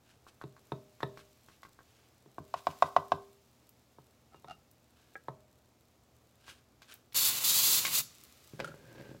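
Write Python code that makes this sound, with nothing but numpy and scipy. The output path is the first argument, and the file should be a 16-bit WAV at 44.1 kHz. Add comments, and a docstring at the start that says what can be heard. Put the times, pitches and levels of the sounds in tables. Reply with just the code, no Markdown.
"""A cook works at a filled waffle maker on a kitchen counter, close to the microphone, over sizzle and hum.
Pressing the filling rocks the iron amid light taps and brushing; then six knocks land on its rim.
Short squeaking drags and a clack on a tin follow; a can is picked up, sprays for about a second, is set
down and is pushed along the counter. Struck things are resonant bodies excited by contact spectra;
rubbed ones are shaken by random slips; spray, brushing and sizzle are shaped noise."""
import sys
import numpy as np
from scipy import signal
from scipy.fft import rfft, irfft, next_fast_len
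from scipy.io import wavfile
from scipy.ndimage import map_coordinates

SR = 44100
rng = np.random.default_rng(int(sys.argv[2]) if len(sys.argv) > 2 else 0)


def to_wav(s):
    """Save 16-bit WAV."""
    ch = np.atleast_2d(s).T  # columns
    pcm = np.round(np.clip(ch, -1, 1) * 32767)  # PCM
    wavfile.write(sys.argv[1], SR, pcm.astype(np.int16))


N = 405719
TIME = np.arange(N) / SR
HIT_SIZE = 8192  # samples in the spectrum of one blow
HIT_HZ = np.fft.rfftfreq(HIT_SIZE, 1 / SR)


def undb(db):
    """Logarithmic level: decibels to amplitude gain."""
    return 10 ** (np.asarray(db) / 20)


def unit(x):
    """Mean power: scale to rms 1."""
    return x / np.sqrt(np.mean(x ** 2))


def add(out, s, x):
    """Superposition: mix x into out, starting at s seconds."""
    start = max(int(s * SR), 0)
    out[start:start + len(x)] += x[:N - start]


def contour(hz, points):
    """Spectral envelope: gain at each frequency from (frequency [Hz], level [dB]) points."""
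    at, db = np.transpose(points)
    return undb(np.interp(np.log(hz + 1), np.log(at), db))


def coloured(x, points):
    """Linear filtering: x shaped by a spectral envelope, at rms 1."""
    size = next_fast_len(N)
    gain = contour(np.fft.rfftfreq(size, 1 / SR), points)
    return unit(irfft(rfft(x, size) * gain, size)[:N])


def resonances(peaks):
    """Resonance: the summed power of steep-sided modes gives the gain of a body."""
    power = sum(undb(db) ** 2 / (1 + (2 * (HIT_HZ - hz) / width) ** 2) ** 3 for hz, width, db in peaks)
    return np.sqrt(power + 1e-9)


def causal(gain):
    """Minimum phase: the spectrum of the promptest impulse response that has this gain."""
    cepstrum = irfft(np.log(gain))
    cepstrum[1:HIT_SIZE // 2] *= 2
    cepstrum[HIT_SIZE // 2 + 1:] = 0
    return np.exp(rfft(cepstrum))


def walk(rate):
    """Random modulation: normal draws, rate a second, joined by straight lines."""
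    steps = rng.standard_normal(N // 100)
    return np.interp(TIME * rate, np.arange(len(steps)), steps)


def grains(rate, spread_db):
    """Shot noise: random clicks of uneven size and sign, rate a second, at rms 1."""
    sizes = undb(spread_db * np.minimum(rng.exponential(size=N), 3))
    return unit((rng.random(N) < rate / SR) * sizes * rng.choice([-1, 1], N))


def gate(start, end, attack_s, release_s):
    """Amplitude envelope: straight attack, hold until end, exponential release."""
    return np.clip((TIME - start) / attack_s, 0, 1) * np.exp(-np.maximum(TIME - end, 0) / release_s)


def strokes(rows, release_s, lag_s=0):
    """Amplitude envelope of a few movements that build, hold and let go."""
    return sum(undb(db) * gate(start + lag_s, end + lag_s, build_s, release_s)
               for start, end, build_s, db in rows)


def blows(events, peaks, travel_s, chatter_s, gain_db, weight_db, hardness_db):
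    """Impact excitation: a heavy blow brings out a body's bass, a hard one its treble."""
    out = np.zeros(N)
    # bending waves travel as the root of frequency, so the treble arrives first; travel_s holds near 1 kHz
    bending = np.exp(-4j * np.pi * travel_s * np.sqrt(1000 * (HIT_HZ + 50)))
    treble = 1 / (1 + (1700 / (HIT_HZ + 1)) ** 6)
    middle = (HIT_HZ > 500) & (HIT_HZ < 1500)
    for s, peak_db, thud_db, edge_db, *_ in events:
        # each blow lands on another spot and weights the resonances a little differently
        body = resonances([(hz, width, db + rng.standard_normal()) for hz, width, db in peaks])
        bands = [(80, 450), (500, 1500), (2000, 7000)]
        low, mid, high = (10 * np.log10(np.sum(body[(HIT_HZ > a) & (HIT_HZ < b)] ** 2)) for a, b in bands)
        bass_db = thud_db + weight_db + mid - low
        treble_db = edge_db + hardness_db + mid - high
        contact = contour(HIT_HZ, [(400, bass_db), (560, 0.11), (1500, 0.83), (2400, treble_db)])
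        # rough surfaces chatter for a moment as they meet, which smears the treble
        chatter = rng.standard_normal(HIT_SIZE) * np.exp(-TIME[:HIT_SIZE] / chatter_s)
        smear = 1 - treble + treble * rfft(chatter) / np.linalg.norm(chatter)
        spectrum = causal(body * contact) * bending * smear
        mid_peak = np.abs(irfft(spectrum * middle)).max()
        add(out, s, irfft(spectrum)[:HIT_SIZE // 2] * undb(peak_db + gain_db) / mid_peak)
    return out


def friction(effort, peaks, slip_rate, spread_db, patchy_db):
    """Frictional excitation: uneven slips shake a resonant body."""
    body = irfft(causal(resonances(peaks)))
    slips = grains(slip_rate, spread_db) * undb(patchy_db * walk(45))
    return unit(signal.fftconvolve(slips, body)[:N]) * effort


# room noise of the kitchen: (frequency [Hz], relative level per Hz [dB])
AIR_COLOUR = [(15, -61.5), (25, -38), (64, -3.5), (124, -6.5), (182, -9.5), (243, -7), (371, -11),
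              (409, -10.5), (612, -12.5), (662, -12), (2500, -30), (3250, -48.5), (5500, -120)]
# low steady hum of the kitchen: (frequency [Hz], rms level before wavering [dB])
HUM = [(79, -80), (120, -75.5), (240, -82)]


def kitchen():
    """Stationary noise: low room noise and a hum of sines wavering in level and phase."""
    hum = np.zeros(N)
    for hz, db in HUM:
        level = undb(db + 1.5 * walk(3)) * np.sqrt(2)
        hum += level * np.sin(2 * np.pi * hz * TIME + .5 * walk(3.707))
    return hum + coloured(rng.standard_normal(N), AIR_COLOUR) * undb(-68.94 + 0.61 * walk(3.6))


# bands of the room's echo: (centre frequency [Hz], level [dB], time to fade by 60 dB [s])
ECHO_BANDS = [(127.8, -3, 0.73), (352.2, -1.5, 0.18), (717, -14, 0.26), (1206.5, -12, 0.3),
              (2500, -13.5, 0.14), (5506, -12, 0.36), (14120, -9, 0.14)]


def room(x, first_echo_s):
    """Reverberation: dense echoes from counter and walls, each band fading at its own pace."""
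    t = TIME[:SR]
    hz, noise, tail = np.fft.rfftfreq(SR, 1 / SR), rfft(rng.standard_normal(SR)), 0
    centres = np.log(np.array(ECHO_BANDS)[:, 0])
    for share, (_, db, t60) in zip(np.eye(len(ECHO_BANDS)), ECHO_BANDS):
        band = irfft(noise * np.interp(np.log(hz + 1), centres, share), SR)
        fade = undb(-60 * t / t60) * np.clip(t / first_echo_s - 1, 0, 1)
        tail = tail + undb(db) * band * fade / np.sqrt(np.sum(fade ** 2))
    return signal.fftconvolve(x, tail)[:N]


# harder sizzling about the pressing, knocks and spray:
# (start [s], time to build [s], time constant of dying down [s], level [dB])
FLARES = [(0, 1.274, 1.1, -76), (2.4, .4, .3, -65.5), (7.2, .8, 0.7, -60.5)]


def sizzle_level():
    """Amplitude envelope: a steady simmer, with flares that build and die down."""
    flares = sum(undb(db) * gate(s, s + build_s, build_s, fade_s) for s, build_s, fade_s, db in FLARES)
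    return undb(-73.5) + flares


# spectra of the hiss and of the crackle: (frequency [Hz], relative level per Hz [dB])
HISS_COLOUR = [(710, -29.5), (1200, -1.5), (1510, -8.5), (2200, -4.5), (4770, -5), (7270, -6.5),
               (8730, -11.5), (15100, -11), (15800, -13.5)]
CRACKLE_COLOUR = [(1000, -22), (3500, -0.5), (7500, -1), (15000, -4)]


def sizzle():
    """Bubble noise: tiny steam bubbles burst in a smooth hiss; larger ones crackle singly."""
    hiss = coloured(rng.standard_normal(N), HISS_COLOUR) * undb(0.606 * walk(9.1))
    burst = rng.standard_normal(HIT_SIZE) * np.exp(-TIME[:HIT_SIZE] / .0015)
    crackle = coloured(signal.fftconvolve(grains(45, 3.49), burst)[:N], CRACKLE_COLOUR)
    return (undb(-1.5) * hiss + undb(-7.5) * crackle) * sizzle_level()


# single pops of hot fat: (time [s], level before a common 12 dB cut [dB])
FAT_POPS = [(3.692, -39.5), (4.713, -44.5), (6.94, -33), (7.132, -39.5), (8.237, -35), (8.645, -45)]


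def pops():
    """Impulsive noise: fat droplets burst as decaying noise, differenced to sound thin and bright."""
    out = np.zeros(N)
    for s, db in FAT_POPS:
        snap = np.diff(rng.standard_normal(HIT_SIZE + 1)) * np.exp(-TIME[:HIT_SIZE] / 0.0025)
        add(out, s, undb(db - 12.0) * snap)
    return out


# hands brush the filling, the iron and the can:
# (time of peak [s], time constant of swell and fade [s], level [dB])
RUBS = [(.1, 0.039, -65.5), (0.287, .0087, -54.5), (1.201, 0.02, -60), (1.52, 0.039, -65.5),
        (1.96, 0.11, -69), (5.03, 0.12, -70), (6.497, 0.035, -50.5), (6.916, 0.029, -53.5)]
# spectrum of the swishes: (frequency [Hz], relative level per Hz [dB])
BRUSH_COLOUR = [(290, -33), (500, -11), (841, -17.5), (1610, -3.5), (1920, -13.5), (2630, -6), (8990, -18),
                (12400, -24.5), (15800, -29)]


def brush():
    """Sliding-contact noise: skin and utensil pass over things in soft, grainy swishes."""
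    # the utensil scuffs the rim 42 ms after the second, third and fourth knocks
    scuffs = [(s + .042, 0.017, -55) for s, *_ in RIM_KNOCKS[1:4]]
    pressure = sum(undb(db) * np.exp(-np.abs(TIME - s) / length) for s, length, db in RUBS + scuffs)
    swish = coloured(rng.standard_normal(N) + 0.92 * grains(700, 2.4), BRUSH_COLOUR)
    return swish * pressure * undb(-0.5 + 2.2 * walk(70))


def rebounds(events, count, rebound_s=.013, rebound_db=-6.5):
    """Energy loss at impact: each tap repeats at uneven gaps, weaker each time."""
    rows = []
    for s, peak_db, thud_db, edge_db in events:
        for k, spread in enumerate(rng.uniform(.5, 1.5, count)):
            rows.append((s, peak_db + k * rebound_db, thud_db, edge_db))
            s = s + rebound_s * spread
    return rows


# In every table of blows: level is the mid-band peak before gain_db; thud and edge are relative to the
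# mid band, before weight_db and hardness_db.
# light taps of fingers and utensil: (time [s], level [dB], thud [dB], edge [dB])
LIGHT_TAPS = [(.266, -46, -10, -32), (.413, -37, -20, -16), (.565, -50, -19.5, -12),
              (1.004, -37.5, -16, -13), (1.173, -42.5, -8, -7), (1.485, -49.5, -5.5, -8),
              (1.631, -42, -24.5, -8.5), (1.649, -47.5, -7, -30), (1.789, -47, -9, -17),
              (6.48, -45.5, -11, -3.5), (6.819, -50.5, -27, 4), (7.123, -60, -26, 13.5),
              (7.85, -29, -16, 7), (7.88, -37, -22, -17)]
# resonances of the utensil: (frequency [Hz], width [Hz], level [dB])
UTENSIL = [(356, 170, -25), (845, 130, -9), (1106, 150, 5.5), (1570, 87, 6), (2210, 960, 8.5),
           (3560, 5200, 5), (6200, 4500, -3.5), (12100, 4300, -7.5)]


def taps():
    """Repeated impact: light taps on the utensil's resonances bounce in quick succession."""
    return blows(rebounds(LIGHT_TAPS, count=3), UTENSIL, travel_s=0.00119, chatter_s=0.0082,
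                 gain_db=0.66, weight_db=2.5, hardness_db=1.7)


# squeaking drags: (start [s], end [s], time to build [s], level [dB])
DRAGS = [(4.31, 4.36, .05, -58.5), (4.47, 4.515, 0.023, -46)]
# resonances of the dragged thing: (frequency [Hz], width [Hz], level [dB])
SQUEAK = [(260, 470, -11.5), (740, 180, 4.5), (1314, 210, 4), (2010, 2100, -19.5), (2830, 180, -14),
          (4100, 4700, -19.5), (8800, 8000, -35)]


def drag():
    """Stick-slip friction: short scrapes and, late and weaker, a thin squeal that rings out."""
    squeal_hz = 2800 * (1 + 0.011 * walk(300))
    squeal = np.sin(2 * np.pi * np.cumsum(squeal_hz) / SR) * np.sqrt(2)
    scrape = friction(strokes(DRAGS, 0.0093), SQUEAK, slip_rate=400, spread_db=2.0, patchy_db=1.0)
    return scrape + squeal * undb(-11) * strokes(DRAGS, release_s=0.014, lag_s=.014)


# a hard clack on a tin: (time [s], level [dB], thud [dB], edge [dB])
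TIN_CLACK = [(5.154, -38.5, -10, -5)]
# resonances of the tin: (frequency [Hz], width [Hz], level [dB])
TIN = [(370, 370, 0.5), (780, 78, -5.5), (1320, 87, -3.5), (1645, 67, 11.5), (2130, 840, 5),
       (3240, 770, -16), (6500, 4000, -29)]


def clack():
    """Hard impact: brief contact excites the resonances of a tin."""
    return blows(TIN_CLACK, TIN, travel_s=0.00117, chatter_s=0.0035,
                 gain_db=-1.3, weight_db=0.5, hardness_db=-1.0)


# the can meets the counter and judders along it: (time [s], level [dB], thud [dB], edge [dB])
COUNTER_THUDS = [(8.533, -54, 11, -29), (8.592, -42.5, 0, -14), (8.6, -31, -13.5, -8.5),
                 (8.606, -36, -12, -9), (8.74, -48, -1.5, -15), (9.09, -51, 5, -36), (9.112, -53, 8.5, -35),
                 (9.146, -49, 0, -35)]
# resonances of the counter: (frequency [Hz], width [Hz], level [dB])
COUNTER = [(135.5, 110, 2), (253, 280, 0.5), (400, 130, 2.5), (550, 170, 2), (830, 940, -10),
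           (1600, 230, -2.5), (1970, 2500, -15), (3700, 5200, -22.5)]


def thuds():
    """Impact on a panel: the can excites the broad low resonances of the counter."""
    return blows(COUNTER_THUDS, COUNTER, travel_s=0.001746, chatter_s=0.0036,
                 gain_db=1.7, weight_db=5.0, hardness_db=3.0)


# the can wobbles to rest: (time [s], level [dB], thud [dB], edge [dB])
CAN_WOBBLES = [(8.644, -34, -32, -18), (8.675, -43.5, -28, -15), (8.716, -48, -24, -28)]
# resonances of the can: (frequency [Hz], width [Hz], level [dB])
CAN = [(566, 140, -8), (1390, 194, 1), (1640, 200, -12), (3130, 5900, -24.5), (7500, 8200, -29)]


def wobbles():
    """Rocking impacts: the can's own resonances sound in three weakening blows."""
    return blows(CAN_WOBBLES, CAN, travel_s=0.00108, chatter_s=0.0097,
                 gain_db=3.0, weight_db=-11, hardness_db=3.5)


# the can is pushed over the counter: (start [s], end [s], time to build [s], level [dB])
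PUSHES = [(8.526, 8.555, .012, -59), (8.585, 8.63, 0.019, -46), (8.64, 9.12, 0.069, -60),
          (8.88, 9.115, 0.094, -58.5)]


def slide():
    """Sliding friction: the pushed can shakes the counter and coasts to a stop."""
    return friction(strokes(PUSHES, release_s=0.037), COUNTER, slip_rate=800, spread_db=1, patchy_db=2.5)


# sweeps with the jet straight at the iron: (start [s], end [s], time to swing in [s], level [dB])
SWEEPS = [(7.15, 7.292, 0.017, -29), (7.436, 7.788, 0.012, -28.5), (7.915, 7.991, 0.037, -31)]
# spectra of the jet and of the air it drags along: (frequency [Hz], relative level per Hz [dB])
JET_COLOUR = [(900, -31), (2000, -14.5), (2800, -9.5), (3600, 0.5), (4500, 2), (5400, -3.5), (7500, 1),
              (8400, -5), (9800, -4.5), (11000, -1), (12200, -1), (15500, -1.5)]
RUSH_COLOUR = [(47, -33), (80, -7), (231, -5.5), (308, -9), (732, -8), (1070, -1), (1760, -6.5), (1900, -5),
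               (3000, 2), (3900, -36), (6600, -120)]


def spray():
    """Turbulence noise: a fluttering jet full of droplets, over the duller rush of entrained air."""
    valve = gate(7.144, 8.008, attack_s=0.0023, release_s=0.006)
    flow = valve * (undb(-35) + strokes(SWEEPS, release_s=0.015))  # -35 dB while turned aside
    jet = coloured(rng.standard_normal(N) + 0.38 * grains(3000, 5.6), JET_COLOUR)
    # the iron reflects the hiss; as the can moves the notches of this echo wander
    lag_s = .0013 + .00016 * walk(6)
    echo = map_coordinates(jet, [(TIME - lag_s) * SR], order=3)
    jet = unit(jet + undb(-10.5) * echo)
    # the rush holds up while the jet is turned aside
    rush = coloured(rng.standard_normal(N), RUSH_COLOUR) * np.tanh(flow / undb(-34))
    flutter = undb(1.64 * walk(70))
    return flutter * (jet * flow + undb(-43) * rush)


# the iron rocks on its feet:
# (time [s], level [dB], thud [dB], edge [dB], ring level [dB], ring tilt [dB per octave])
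ROCKING = [(.437, -42.5, -2, -15.5, -62, 10), (.718, -28, -11, -23, -52, 11),
           (1.029, -23.5, -14.5, -18.5, -45, 3), (2.258, -55.5, -4, -20, -74, 0),
           (3.983, -47, -11.5, -38, -81, 0), (4.343, -48, -14, -23, -77, 0),
           (4.443, -42.5, -18.5, -22, -69, 0), (5.282, -28.5, -18.5, -30, -63, 23)]
# resonances of the housing: (frequency [Hz], width [Hz], level [dB])
HOUSING = [(133, 31, 5), (238, 190, -1.5), (393.5, 178, 3.5), (551, 220, -2.5), (718, 72, 1.5),
           (924, 190, 1), (1049, 230, -1.5), (1275, 103, -4), (1700, 710, -8), (2180, 1600, -14),
           (3720, 870, -11), (4750, 3000, -26.5), (9700, 7000, -35.5)]


def bumps():
    """Structural impact: the rocking iron excites the resonances of its housing."""
    return blows(ROCKING, HOUSING, travel_s=0.0025, chatter_s=0.0044,
                 gain_db=1.5, weight_db=11.0, hardness_db=7.0)


# resonances of the iron on its feet: (frequency [Hz], width [Hz], level [dB])
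FEET = [(85, 40, -4.5), (153, 52, 1), (278, 130, -11)]


def settle(events, lag_s, gain_db):
    """Mass on springs: after each blow the iron drops back on its feet with a soft thump."""
    out, thump = np.zeros(N), irfft(causal(resonances(FEET)))
    for s, peak_db, thud_db, *_ in events:
        add(out, s + lag_s, thump / np.abs(thump).max() * undb(peak_db + thud_db + gain_db))
    return out


# lasting modes of the iron: (frequency [Hz], relative level [dB], time to fade by 60 dB [s])
PLATE_MODES = [(99.3, -7, 0.33), (397, 0.5, 0.64), (468, -8.5, 0.45), (611.8, -10.5, 0.92), (647, -6, 0.38),
               (1127, -17, 0.2)]


def plate():
    """Modal decay: the iron's low modes ring on until the next knock or bump stills them."""
    out, t = np.zeros(N), TIME[:SR]
    for s, *_, ring_db, tilt_db in sorted(RIM_KNOCKS + ROCKING):
        ring = np.zeros(SR)
        for hz, db, t60 in PLATE_MODES:
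            tilted_db = db + tilt_db * np.clip(np.log2(hz / 400), 0, 1)  # tilt acts from 400 to 800 Hz
            ring += undb(tilted_db - 60 * t / t60) * np.sin(2 * np.pi * hz * t)
        start = int(s * SR)
        out[start:] *= np.exp(-TIME[:N - start] / .01)
        add(out, s, ring * (1 - np.exp(-t / .006)) * undb(ring_db))
    return out


# knocks on the rim:
# (time [s], level [dB], thud [dB], edge [dB], ring level [dB], ring tilt [dB per octave])
RIM_KNOCKS = [(2.381, -29, -11.5, -25.5, -55.5, 6), (2.539, -18, -35.5, -19.5, -60, 9),
              (2.668, -13, -26.5, -21, -55.5, 4), (2.822, -5.5, -33.5, -21.5, -50.5, 4),
              (2.963, -6, -32.5, -24, -47, 1), (3.118, -10.5, -26.5, -22, -43, -11)]
# resonances of the rim: (frequency [Hz], width [Hz], level [dB])
RIM = [(294.7, 318, -33), (614, 170, -8), (716.5, 133, -0.5), (969, 295, -5.5), (1086, 246, -3),
       (1511, 510, -15), (1950, 171, -19), (2580, 1300, -25), (3630, 1600, -29.5), (5120, 2100, -33.5),
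       (7130, 1800, -42), (10800, 7150, -50.5)]


def knocks():
    """Impact on a rim: six blows excite its resonances, the treble arriving first."""
    return blows(RIM_KNOCKS, RIM, travel_s=.0021, chatter_s=0.0042,
                 gain_db=-1.13, weight_db=7, hardness_db=2.5)


def scene():
    """Superposition: all the handling in its room, over the sizzle and the kitchen's own noise."""
    can = thuds() + wobbles() + slide() + spray()
    near = knocks() + bumps() + taps() + clack() + can + pops() + drag() + brush()
    iron = plate() + settle(RIM_KNOCKS, lag_s=.021, gain_db=-1.5)
    iron = iron + settle(ROCKING, lag_s=0.0074, gain_db=-1.5)
    return (near + iron + room(near, first_echo_s=0.00292) + sizzle() + kitchen())[None]


def record(dry):
    """Low-pass filtering: a steep elliptic cut removes the treble above 15.9 kHz."""
    return signal.sosfilt(signal.ellip(10, .1, 70, 15900, fs=SR, output="sos"), dry)


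dry = scene()
out = record(dry)
to_wav(out)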